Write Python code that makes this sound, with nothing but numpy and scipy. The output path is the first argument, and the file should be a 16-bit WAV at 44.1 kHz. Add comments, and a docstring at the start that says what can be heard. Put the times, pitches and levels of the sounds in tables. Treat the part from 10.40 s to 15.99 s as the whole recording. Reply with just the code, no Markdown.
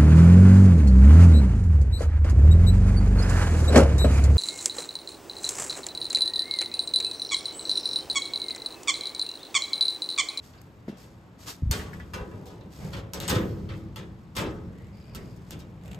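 """Clanks, ticks and scrapes of steel on sheet metal, close by: a bent hand tool works along a duct seam in a basement.
Each clank is noise split into bands that fade like thin panels, with clear tones and the ring of the struck part.
Blows make some panels boom, pushes make a low wobbling rumble, and slips of the seam make dry creaks.
Faint breathy hisses, a few dull bumps and the low drone of the room lie underneath, made of filtered noise and sines."""
import sys
import numpy as np
from scipy import signal
from scipy.fft import rfft, irfft
from scipy.io import wavfile
from scipy.ndimage import uniform_filter1d

SR = 44100
rng = np.random.default_rng(int(sys.argv[2]) if len(sys.argv) > 2 else 0)


def digitize_waveform(pressure):
    """Quantize a signal to 16-bit integers and store it at the path in sys.argv[1].

    Rows of a 2-D input are taken as channels; values are limited to [-1, 1].
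    """
    field = np.atleast_2d(pressure).T
    bounded = np.clip(field, -1, 1)
    quanta = np.round(bounded * 32767).astype(np.int16)
    wavfile.write(sys.argv[1], SR, quanta)


N = 246513
TIME = np.arange(N) / SR  # [s]
FREQS = np.fft.rfftfreq(2 ** 18, 1 / SR)  # [Hz]

# the tool hits the duct: (time [s], level [dB], bass [dB], body [dB], clatter [dB], treble [dB],
# crack [dB], ring length [factor], part that rings [name], level of that part [dB])
# all levels after the first are relative to the blow
BLOWS = [(0.1354, -53.5, -4, -7, -16, -41, -9, 0.99, "bracket", -6),
         (0.216, -63.5, -22, -17, -6, 18, 23, 0.061, "lip", -19),
         (0.479, -55.5, 1.5, 4.5, 2, -9.5, -4, 0.9, "seam", 4.5),
         (0.635, -60.5, 3, 9, -12, -16, 4, 0.25, "bracket", -4),
         (1.312, -32.5, -1, -4.5, -3, 2, 17.5, 0.31, "rim", -2.5),
         (1.32, -37, -9, -5.5, -3.5, -0.5, -8, 1.23, "seam", -3),
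         (1.394, -44, -24, -16, -3, -13, 9, 0.29, "seam", 1.5),
         (1.532, -55.5, 5, 5, -1, 2, 6, 0.51, "seam", 13),
         (1.599, -46.5, -33, -27, -6, -19, -1, 0.29, "seam", 3.5),
         (1.735, -38.5, -1.5, 0, -3.5, -7, -1, 0.62, "corner", 0.5),
         (1.777, -41.5, 0, 1, -21, -34, -7, 0.43, "corner", -5),
         (1.913, -58.5, 11, 11.5, -17, -50, 2, 2.6, "corner", 4.5),
         (2.0578, -63, 6, 14, 9, 7, 17, 1.02, "bracket", -20),
         (2.10, -62, 10, -2, 3, -8, -6, 0.77, "corner", 4.5),
         (2.208, -54.5, 8, 9.5, 3, -10, -12, 0.098, "cleat", -10.5),
         (2.53, -41, -1.5, 0.5, 0, -15, -14, 0.61, "hem", -4.5),
         (2.565, -49, 6, 6, 0, -10, -2, 0.43, "hem", -2),
         (2.735, -41, 1, 5, -1, 1.5, 17, 0.57, "lip", -3.5),
         (2.802, -42, -7, -0.5, 2, -2.5, 15.5, 1.16, "cleat", -1),
         (2.8792, -29, -2.5, -6, 7.5, -5, 7.5, 0.18, "flange", -2),
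         (2.895, -30.5, 2.5, 2.5, 1, -1.5, 10, 0.61, "tool", 0),
         (2.908, -36, 0, 2.5, -3, -5.5, -3, 0.76, "stiffener", -5.5),
         (2.951, -36, 4.5, 4.5, 2.5, -12, 5, 0.48, "stiffener", -7.5),
         (3.011, -45.5, 12, 4.5, -20, -20, -3, 0.63, "seam", 3),
         (3.289, -43, -3.5, -7, -5.5, -23, -9, 0.79, "bracket", -7.5),
         (3.56, -44, -4, 1.5, 1, -4.5, 8, 0.62, "bracket", -2),
         (3.952, -48, 11, 5, 7, 1, 6, 0.85, "bracket", -5),
         (3.9658, -32.5, -2, 2.5, 0, -5.5, 9, 0.72, "joint", -6),
         (3.987, -38.5, 4, -6, -6, -5.5, 13, 0.76, "joint", -12),
         (4.004, -45, 4, -4, -18, -22, 5, 1, "seam", -6),
         (4.043, -50.5, 9, -5, -16, -22, -4, 0.58, "bracket", -15),
         (4.749, -43, 5.5, -9.5, -1.5, 1.5, 14, 0.36, "bracket", -6.5),
         (4.963, -65, 3, -1, 2, 2, 11, 0.36, "lip", -15),
         (5.1081, -48.5, 9, -2, 3, 3, 17.5, 0.48, "bracket", -8.5),
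         (5.1919, -60.5, 2, -9, 8, 7.5, 16, 0.45, "bracket", -13)]
# how the thin panels answer, by band: (frequency [Hz], level [dB], first t60 [s] at ring length 1,
# bloom time constant [s], lingering share [dB], lingering t60 [s])
SHEET = [(57.6, -1.5, 0.26, 0.024, -8.5, 2.36), (151, -2.5, 0.37, 0.031, -10.5, 4.33),
         (238, -1.5, 0.55, 0.028, -8, 1.83), (557, 1.5, 0.6, 0.1, -45, 1.1),
         (1060, -9, 0.99, 0.0056, -19.5, 0.31), (2160, -4, 0.48, 0.012, -8.5, 0.34),
         (4110, -4, 0.37, 0.00043, -35, 2.6), (6440, -4, 0.31, .0005, -23.5, 1),
         (11300, 0.5, 0.2, 0.00089, -26.5, 1.02)]
SWELL_S = 0.0028  # the panels take about this long to answer a blow


def clanks(crack_s=0.00099, flex_db=1.5, modes_scatter_db=3, rattle_db=3, rattle_s=0.038):
    """Each blow: a crack, a rattling crowd of panel modes that bloom and fade by band, and a few clear modes."""
    out = np.zeros((2, N))
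    t = TIME[:2 * SR].astype(np.float32)
    freqs = np.fft.rfftfreq(2 * SR, 1 / SR)
    log_hz = np.log([row[0] for row in SHEET])
    radiated = freqs ** 4 / (freqs ** 4 + 41.0 ** 4)  # thin panels radiate little deep bass

    # neighbouring bands overlap, so that their powers add up evenly
    overlaps = [np.interp(np.log(freqs + 1), log_hz, band) for band in np.eye(len(SHEET))]
    bands = np.float32([radiated * np.sqrt(overlap) for overlap in overlaps])
    blooming = [-np.expm1(-t / bloom_s) for _, _, _, bloom_s, *_ in SHEET]
    lingering = [amp(share_db - 60 * t / t60) for *_, share_db, t60 in SHEET]
    rings = duct_rings(t)
    # as the panels flex, energy wanders from band to band
    flexing = np.tile([amp(flex_db * drift(size=1100)) for _ in SHEET], 2)

    for s, db, bass_db, body_db, clatter_db, treble_db, crack_db, length, *_ in BLOWS:
        tilt = [(250, bass_db), (500, body_db), (1500, 0), (3600, clatter_db), (9000, treble_db)]
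        noise = rng.standard_normal((2, len(t)), np.float32)
        crowd = np.complex64(rfft(noise) * ripple(freqs))
        sound = np.zeros((2, len(t)), np.float32)
        flexes = flexing[:, round(s * SR):][:, :len(t)]
        for row, band, bloom, late, flex in zip(SHEET, bands, blooming, lingering, flexes):
            hz, band_db, t60, *_ = row
            early = np.exp(-np.minimum(np.log(1000) * t / (t60 * length), 20))
            gain = amp(band_db + read(tilt, hz)) * (early + late) * flex * bloom
            sound += unit(irfft(crowd * band)) * np.float32(gain)

        # every blow stirs the clear modes by its own amounts and phases
        scatter = modes_scatter_db * rng.standard_normal((2, len(DUCT)))
        weights = amp(read(tilt, np.array(DUCT)[:, 0]) + scatter)
        phases = np.exp(2j * np.pi * rng.random(weights.shape))
        sound += ((weights * phases).astype(np.complex64) @ rings).real

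        # loose edges chatter while the sheet still swings widely
        chatter = np.clip(drift(size=90, count=len(t)), -2, 1)
        rattle = amp(rattle_db * np.exp(-t / rattle_s) * chatter)
        add(out, s, amp(db) * sound * rattle * (1 - np.exp(-t / SWELL_S)))

        crack = rng.standard_normal((2, SR // 20)) * np.exp(-t[:SR // 20] / crack_s)  # the first contact
        add(out, s, amp(db + crack_db) * crack)
    return out


# clearest modes of the duct, also used by wobble(): (frequency [Hz], relative level [dB], t60 [s])
DUCT = [(103.6, -7.5, 2.5), (181.4, -7, 1.6), (327.2, -7.5, 1.76), (423, -8, 0.64), (491.6, -6, 0.45),
        (544.5, -8.5, 0.9), (589, -8, 0.43), (632, -17.5, 0.48), (884, -9, 0.23), (910, -2, 0.11),
        (1028, -9, 0.45), (1130, -16, 0.91), (1263, -11, 0.6), (1550, -12, 0.31), (2000, -16, 0.2)]


def duct_rings(t, modes_db=-2, waver_hz=3.16):
    """The decay of each clear mode; its pitch wavers as the panel bends."""
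    rings = []
    for hz, db, t60 in DUCT:
        turns = np.cumsum(hz + waver_hz * drift(size=3000, count=len(t))) / SR
        rise = 1 - np.exp(-t * hz / 5)  # over about five cycles
        rings.append(amp(db + modes_db - 60 * t / t60) * rise * np.exp(2j * np.pi * turns))
    return np.array(rings, np.complex64)


# modes of the stiff parts, by name: (frequency [Hz], level relative to the part [dB], t60 [s])
EDGE_MODES = { "rim": [(1782, -5, .3), (2164, -10, .15), (3661, 1, .14), (4371, 4, .15), (4770, -8, .2),
              (7014, -1, .06), (7305, -7, .17), (8280, -4, .1), (8640, 0, .15), (8950, -7, .25)],
              "corner": [(996, 0, .38), (1114, -7, .4), (1227, -2, .35), (1484, -7, .35), (1701, -1, .22),
              (1938, -10, .35), (2353, -6, .2), (2713, -7, .25), (3472, -14, .2)],
              "seam": [(1435, -2, 0.063), (1720, 0.5, 0.1), (1950, -2, 0.12), (2180, -4, 0.052),
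              (2550, -17, 0.11)], "lip": [(2546, -4, .15), (4300, -1, .13), (4963, 0, .16), (5330, 0, .1),
              (5680, 2, .09), (5820, 5, .11), (7644, 1, .12)], "cleat": [(2820, -9, 0.43), (3600, -7, 0.37),
              (3680, -1, 0.21), (4000, 2, 0.18), (4060, -2, 0.11), (4400, -9, 0.41)],
              "hem": [(1066, 0, .25), (1400, -2, .2), (2830, -3, .15), (3020, -2, .18), (4081, -6, .18),
              (4387, -5, .18), (4544, -6, .15)], "stiffener": [(1270, -2, .4), (1324, -2, .35),
              (1486, -2, .4), (1873, 1, .4), (2972, -6, .25), (3401, -5, .3), (3570, -1, .24),
              (3600, -2, .24), (4996, -7, .25)], "joint": [(910, -1, .5), (1028, -5, .45), (1340, -2, .45),
              (1787, -4, .3), (2110, -5, .25), (2401, -6, .25), (2837, -6, .22), (3585, -4, .22),
              (4366, -6, .2)], "flange": [(6650, -4, 0.14), (6900, -14, 0.073), (6940, -6, 0.14),
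              (7670, -7, 0.22), (8100, -1, 0.2), (13100, -8, .06)], "bracket": [(1125, -3, .15),
              (1319, 0, .2), (2050, -4, .09), (2750, 0, .08), (3085, -1, .08), (3401, 0, .09),
              (4330, -1, .09), (4646, -3, .09)], "tool": [(13370, -22, 0.5), (13450, -16, 0.6),
              (13400, -22, 0.55), (13600, 3, 0.04)]}


def pings(rise_s=0.00076, twin_db=-7, twin_share=0.0092):
    """The struck part rings; each mode beats against a weaker twin close by."""
    out, t = np.zeros((2, N)), TIME[:SR // 2]
    for s, db, *_, part, part_db in BLOWS:
        for hz, mode_db, t60 in EDGE_MODES[part]:
            twin_hz = hz * (1 + twin_share * rng.uniform(-0.92, 1))
            phases = rng.random((2, 2, 1))
            main = np.sin(2 * np.pi * (hz * t + phases[0]))
            twin = amp(twin_db) * np.sin(2 * np.pi * (twin_hz * t + phases[1]))
            fade = amp(db + part_db + mode_db - 60 * t / t60)
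            add(out, s, fade * (1 - np.exp(-t / rise_s)) * (main + twin))
    return out


# blows set a whole panel booming: (time [s], level [dB], panel [name])
BOOMS = [(1.76, -40, "side"), (2.91, -29.5, "side"), (3.576, -45.5, "top"), (3.985, -37, "top")]
# low modes of those panels, by name: (frequency [Hz], relative level [dB], t60 [s])
PANEL_MODES = {"side": [(328, -4, 1), (409, -4.5, 0.92), (488, -4, 1), (520, -1.5, 0.6)],
               "top": [(314, -4, 0.63), (368, 3, 0.45), (430, -3, 0.66), (497, -11, 0.52)]}


def booms(bloom_s=0.019, sharp=0.021, settle_s=0.076, waver_hz=2.64):
    """A shaken panel swells into its low modes; they start sharp while it swings widely, then settle."""
    out, t = np.zeros((2, N)), TIME[:SR]
    for s, db, panel in BOOMS:
        for hz, mode_db, t60 in PANEL_MODES[panel]:
            settling = hz * (1 + sharp * np.exp(-t / settle_s))
            pitch = settling + waver_hz * drift(size=2000, count=len(t))
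            swing = np.sin(2 * np.pi * (np.cumsum(pitch) / SR + rng.random((2, 1))))
            add(out, s, amp(db + mode_db - 60 * t / t60) * (1 - np.exp(-t / bloom_s)) * swing)
    return out


# strokes of the tool along the sheet, each held for its length and then fading:
# (start time [s], length [s], level [dB], t60 of the fade [s])
STROKES = [(.015, 0.016, -53.5, 0.67), (.56, 0.051, -54.5, 0.53), (.978, 0.098, -52.5, 0.6),
           (1.057, 0.048, -35.5, 0.16), (1.5, 0.47, -66, 2.1), (2.3, 0.1, -55, 0.47),
           (2.38, 0.093, -53.5, 0.44), (2.5, 0.1, -55.5, 0.075), (3.3, 0.088, -62, 0.37),
           (4.3, 0.3, -77, 0.25), (4.72, 0.19, -65, 1.14), (5.05, 0.089, -62.5, 0.27),
           (5.42, 0.13, -67.5, 0.2)]
# colour of the scrape: (frequency [Hz], relative level per Hz [dB])
SCRAPE = [(100, -1), (300, 14.5), (700, 7.5), (1500, 7), (2600, 5), (5000, 7), (7000, 5), (9000, 3),
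          (12000, 0.5), (15500, -5)]
STROKE_ATTACK_S, RESTING_DB = 0.029, -71.5  # between strokes the tool barely grazes the sheet
CATCH_DB = 1.6  # unevenness of the catching


def scraping():
    """Steel catches unevenly on the fine grain of the zinc coat and stirs the modes of the sheet."""
    drive = rng.standard_normal((2, N))  # the tiny catches come so densely that they merge
    ringing = irfft(spectrum(drive) * ripple(FREQS, fine_db=2.5, broad_db=.7))[:, :N]
    catching = unit(amp(CATCH_DB * drift(size=200)))
    return effort(STROKES, STROKE_ATTACK_S, RESTING_DB) * catching * colour(ringing, SCRAPE)


# spells of creaking in the seam: (start time [s], length [s], level at the end before gain_db [dB])
CREAKS = [(4.345, 0.2, -64), (4.556, 0.15, -49), (5.424, 0.069, -47), (5.518, 0.041, -38)]
# slips that stand out: (time [s], level [dB])
SLIPS = [(4.331, -64), (4.354, -62), (4.385, -53), (4.408, -64), (4.421, -57), (4.445, -57), (4.47, -57),
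         (4.545, -65), (4.572, -58), (4.601, -55), (4.672, -63), (5.413, -57.5), (5.436, -54), (5.458, -47),
         (5.479, -48.5), (5.514, -45.5), (5.546, -48)]
# colour of the creaking: (frequency [Hz], relative level per Hz [dB])
CREAK_COLOUR = [(200, -24), (900, 3), (2000, 7), (2900, 7.5), (4000, 3.5), (5200, -6), (7600, 1.5),
                (12000, -6), (15500, -7)]
# slips come almost evenly (jitter is a share of the gap) and grow as the strain builds
SLIP_GAP_S, SLIP_JITTER, CREAK_BUILD_DB_PER_S = 0.014, 0.052, 55


def creaks(slip_s=0.0011, ring_db=-14, ring_s=0.015, gain_db=-7, scatter_db=2):
    """The seam sticks and slips in runs of tiny dry ticks, a few of which stand out."""
    out, t = np.zeros((2, N)), TIME[:SR // 10]
    tick = np.exp(-t / slip_s) + amp(ring_db) * np.exp(-t / ring_s)
    for start, length, db in CREAKS:
        chances = rng.standard_normal(size=(20, 2))
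        for at, (shift, size) in zip(np.arange(0, length, SLIP_GAP_S), chances):
            slip_db = db + gain_db + scatter_db * size - CREAK_BUILD_DB_PER_S * (length - at)
            add(out, start + at + shift * SLIP_JITTER * SLIP_GAP_S, amp(slip_db) * tick)
    for s, db in SLIPS:
        add(out, s, amp(db) * tick)
    return out * colour(rng.standard_normal((2, N)), CREAK_COLOUR)  # the ticks shape a steady noise


# faint breathy hisses, some gliding upward:
# (start time [s], length [s], level [dB], centre frequency [Hz], glide [Hz per s])
HISSES = [(0.17, 0.021, -64, 4650, 0), (4.334, 0.1, -63, 1864, 1405), (4.466, 0.23, -69, 2010, 1898),
          (4.52, 0.39, -67.5, 4856, 99)]
HISS_WIDTH, HISS_ATTACK_S, HISS_T60_S = 0.13, 0.017, 0.26  # the width is a share of the centre frequency
HISS_FLUTTER_DB = 2.2


def hisses():
    """Narrow bands of fluttering noise, some gliding upward: slow noise is moved up to each centre frequency."""
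    out = np.zeros((2, N))
    for start, length, db, hz, glide in HISSES:
        centre_hz = hz + glide * np.clip(TIME - start, 0, length)
        turn = np.exp(2j * np.pi * np.cumsum(centre_hz) / SR)
        noise = rng.standard_normal((2, N)) + 1j * rng.standard_normal((2, N))
        b, a = signal.butter(2, HISS_WIDTH * hz / 2, fs=SR)
        slow_noise = signal.lfilter(b, a, noise)
        hiss = unit((slow_noise * turn).real)
        out += gesture(start, length, db, HISS_T60_S, HISS_ATTACK_S) * hiss
    return out * unit(amp(HISS_FLUTTER_DB * drift(size=300)))


# the hand pushes a panel: (start time [s], length [s], level [dB], t60 of the fade [s])
PUSHES = [(2.36, 0.078, -34, 1.17), (2.72, 0.099, -36, 2.4), (3.05, 0.21, -52, 0.85), (4.1, 1, -52.5, 3.4),
          (4.66, 0.17, -42.5, 0.77), (5.07, 0.055, -45, 1.5), (5.4, 0.27, -40.5, 0.62)]
# colour of the rumble: (frequency [Hz], relative level per Hz [dB])
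WOBBLE = [(25, -50), (55, 1), (103, -2.5), (140, 3), (190, 1.5), (260, -16), (350, -14.5), (500, -13.5),
          (700, -17.5), (1200, -28), (2500, -29), (6000, -61)]
PUSH_ATTACK_S, LEANING_DB = 0.084, -53.5  # between pushes the hand still leans on the duct


def wobble(modes_db=5, width_hz=7):
    """Pushed panels rumble: noise that is lifted at the modes of the duct."""
    peaks = np.max([1 / (1 + ((FREQS - hz) / width_hz) ** 2) for hz, *_ in DUCT], axis=0)
    noise = rng.standard_normal((2, N))
    drive = irfft(spectrum(noise) * amp(modes_db * peaks))[:, :N]
    return effort(PUSHES, PUSH_ATTACK_S, LEANING_DB) * colour(drive, WOBBLE)


# dull bumps: (time [s], level [dB], pitch [Hz])
BUMPS = [(0.4796, -31.5, 219), (0.481, -35, 326), (0.493, -31.5, 201), (0.524, -40.5, 216),
         (1.222, -22.5, 86), (1.257, -23.5, 65), (1.293, -22, 72), (1.803, -36.5, 60.3), (2.905, -34, 170),
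         (2.955, -22.5, 103)]
# parts of each bump: (multiple of the pitch [factor], level relative to the bump [dB])
BUMP_PARTIALS = [(1, 5), (1.69, 2.5), (2.6, -4.5)]
BUMP_RISE_CYCLES = 0.96


def bumps():
    """Soft, heavy contacts: a few low swings that rise and die at once."""
    out, t = np.zeros((2, N)), TIME[:SR // 4]
    for s, db, hz in BUMPS:
        for multiple, partial_db in BUMP_PARTIALS:
            turns = hz * multiple * t
            u = turns / BUMP_RISE_CYCLES
            envelope = u ** 2 * np.exp(2 * (1 - u))  # peaks at u = 1
            swing = envelope * np.sin(2 * np.pi * turns)
            add(out, s, amp(db + partial_db) * swing * [[1], [0]])  # only in the shared row
    return out


# colour of the room: (frequency [Hz], relative level per Hz [dB])
ROOM = [(20, -29), (45, -7.5), (70, -0.5), (115, 4), (150, -19.5), (210, -3), (300, -6.5), (500, -14.5),
        (1000, -16), (2000, -24.5), (4000, -33.5), (7000, -50), (13500, -56), (16000, -68)]
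ROOM_DB = -52.5


def room(hum_hz=117, hum_db=-57):
    """Low drone of the basement, as filtered noise, with a faint machine hum, a steady sine."""
    hum = amp(hum_db) * np.sin(2 * np.pi * hum_hz * TIME) * [[1], [0]]
    return amp(ROOM_DB) * colour(rng.standard_normal((2, N)), ROOM) + hum


def gesture(start, length, db, t60, attack_s):
    """Gain of one movement or hiss: attack, hold, fade."""
    t = TIME - start
    fade_db = np.minimum(60 * np.maximum(t - length, 0) / t60, 200)
    return np.clip(t / attack_s, 0, 1) * amp(db - fade_db)


def effort(rows, attack_s, rest_db):
    """Movements add in power to a steady light contact."""
    return np.sqrt(amp(rest_db) ** 2 + sum(gesture(*row, attack_s) ** 2 for row in rows))


def ripple(hz, fine_db=5.5, fine_hz=28, broad_db=1.0, broad_hz=160):
    """A contact excites an uneven choice of the many upper modes, none far above the rest: gain by frequency."""
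    fine = np.interp(hz / fine_hz, np.arange(3000), rng.standard_normal(3000))
    broad = np.interp(hz / broad_hz, np.arange(3000), rng.standard_normal(3000))
    uneven_db = fine_db * np.minimum(fine, 1) + broad_db * broad
    return amp(uneven_db * hz / (hz + 400))  # less uneven in the bass


def drift(size, count=N):
    """Slow chance: count samples of noise averaged over size samples, at about rms 1."""
    return uniform_filter1d(rng.standard_normal(count), size=size, mode="wrap") * np.sqrt(size)


def amp(db):
    """Decibels to gain."""
    return np.exp(np.asarray(db) * (np.log(10) / 20))


def unit(x):
    """Scales to rms 1."""
    return x / np.sqrt(np.mean(x ** 2) + 1e-20)


def read(points, hz):
    """Reads a table of values by frequency, joined on a log-frequency axis."""
    f, value = np.transpose(points)
    return np.interp(np.log(hz + 1), np.log(f + 1), value)


def spectrum(x):
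    """Spectrum on the FREQS grid."""
    return rfft(x, 2 * (len(FREQS) - 1))


def colour(x, points):
    """Filters x by the levels of a table, then scales it to rms 1."""
    return unit(irfft(spectrum(x) * amp(read(points, FREQS)))[..., :N])


def add(mix, s, sound):
    """Mixes a sound in at time s."""
    part = mix[:, round(s * SR):][:, :sound.shape[-1]]
    part += sound[..., :part.shape[1]]


# likeness of the two microphone ports: (frequency [Hz], likeness [0-1])
SAME = [(50, 0.97), (150, 0.96), (300, 0.91), (600, 0.64), (1200, 0.48), (1800, 0.045), (2800, 0.49),
        (4000, 0.61), (6000, 0.27), (6600, 1), (7600, 0.87), (8700, 0.055), (9400, 1), (10600, 0.98),
        (11300, 0.058), (12000, 0.72), (13500, 0.82), (14200, 1), (14900, 0.95)]
# how far the left port leads: (frequency [Hz], lead [radians])
LEAD = [(0, 0), (1100, .45), (3500, 0), (7500, 0), (9300, -np.pi), (10800, -np.pi), (11900, -2 * np.pi),
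        (13500, -2 * np.pi), (14700, -3 * np.pi)]


def scene():
    """Row one is what both ports share, row two what sets them apart; the ports blend them by frequency."""
    hits = clanks() + booms() + pings() + bumps()
    handling = scraping() + wobble() + creaks()
    shared, apart = spectrum(hits + handling + hisses() + room())
    same = np.clip(read(SAME, FREQS), 0, .995)
    shared = shared * np.sqrt((1 + same) / 2)
    apart = apart * np.sqrt((1 - same) / 2)
    lag = np.exp(-1j * np.interp(FREQS, *np.transpose(LEAD)))
    ports = np.array([shared + apart, (shared - apart) * lag])
    return irfft(ports)[:, :N] * amp([[.3], [-.3]])  # left slightly louder


EDGE_HZ = 15900


def record(dry):
    """The band limit of the recorder: a steep low-pass filter takes off the highest treble."""
    lowpass = signal.firwin(255, EDGE_HZ, window=("kaiser", 9), fs=SR)
    return signal.oaconvolve(dry, lowpass[None], "same")


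dry = scene()
out = record(dry)
digitize_waveform(out)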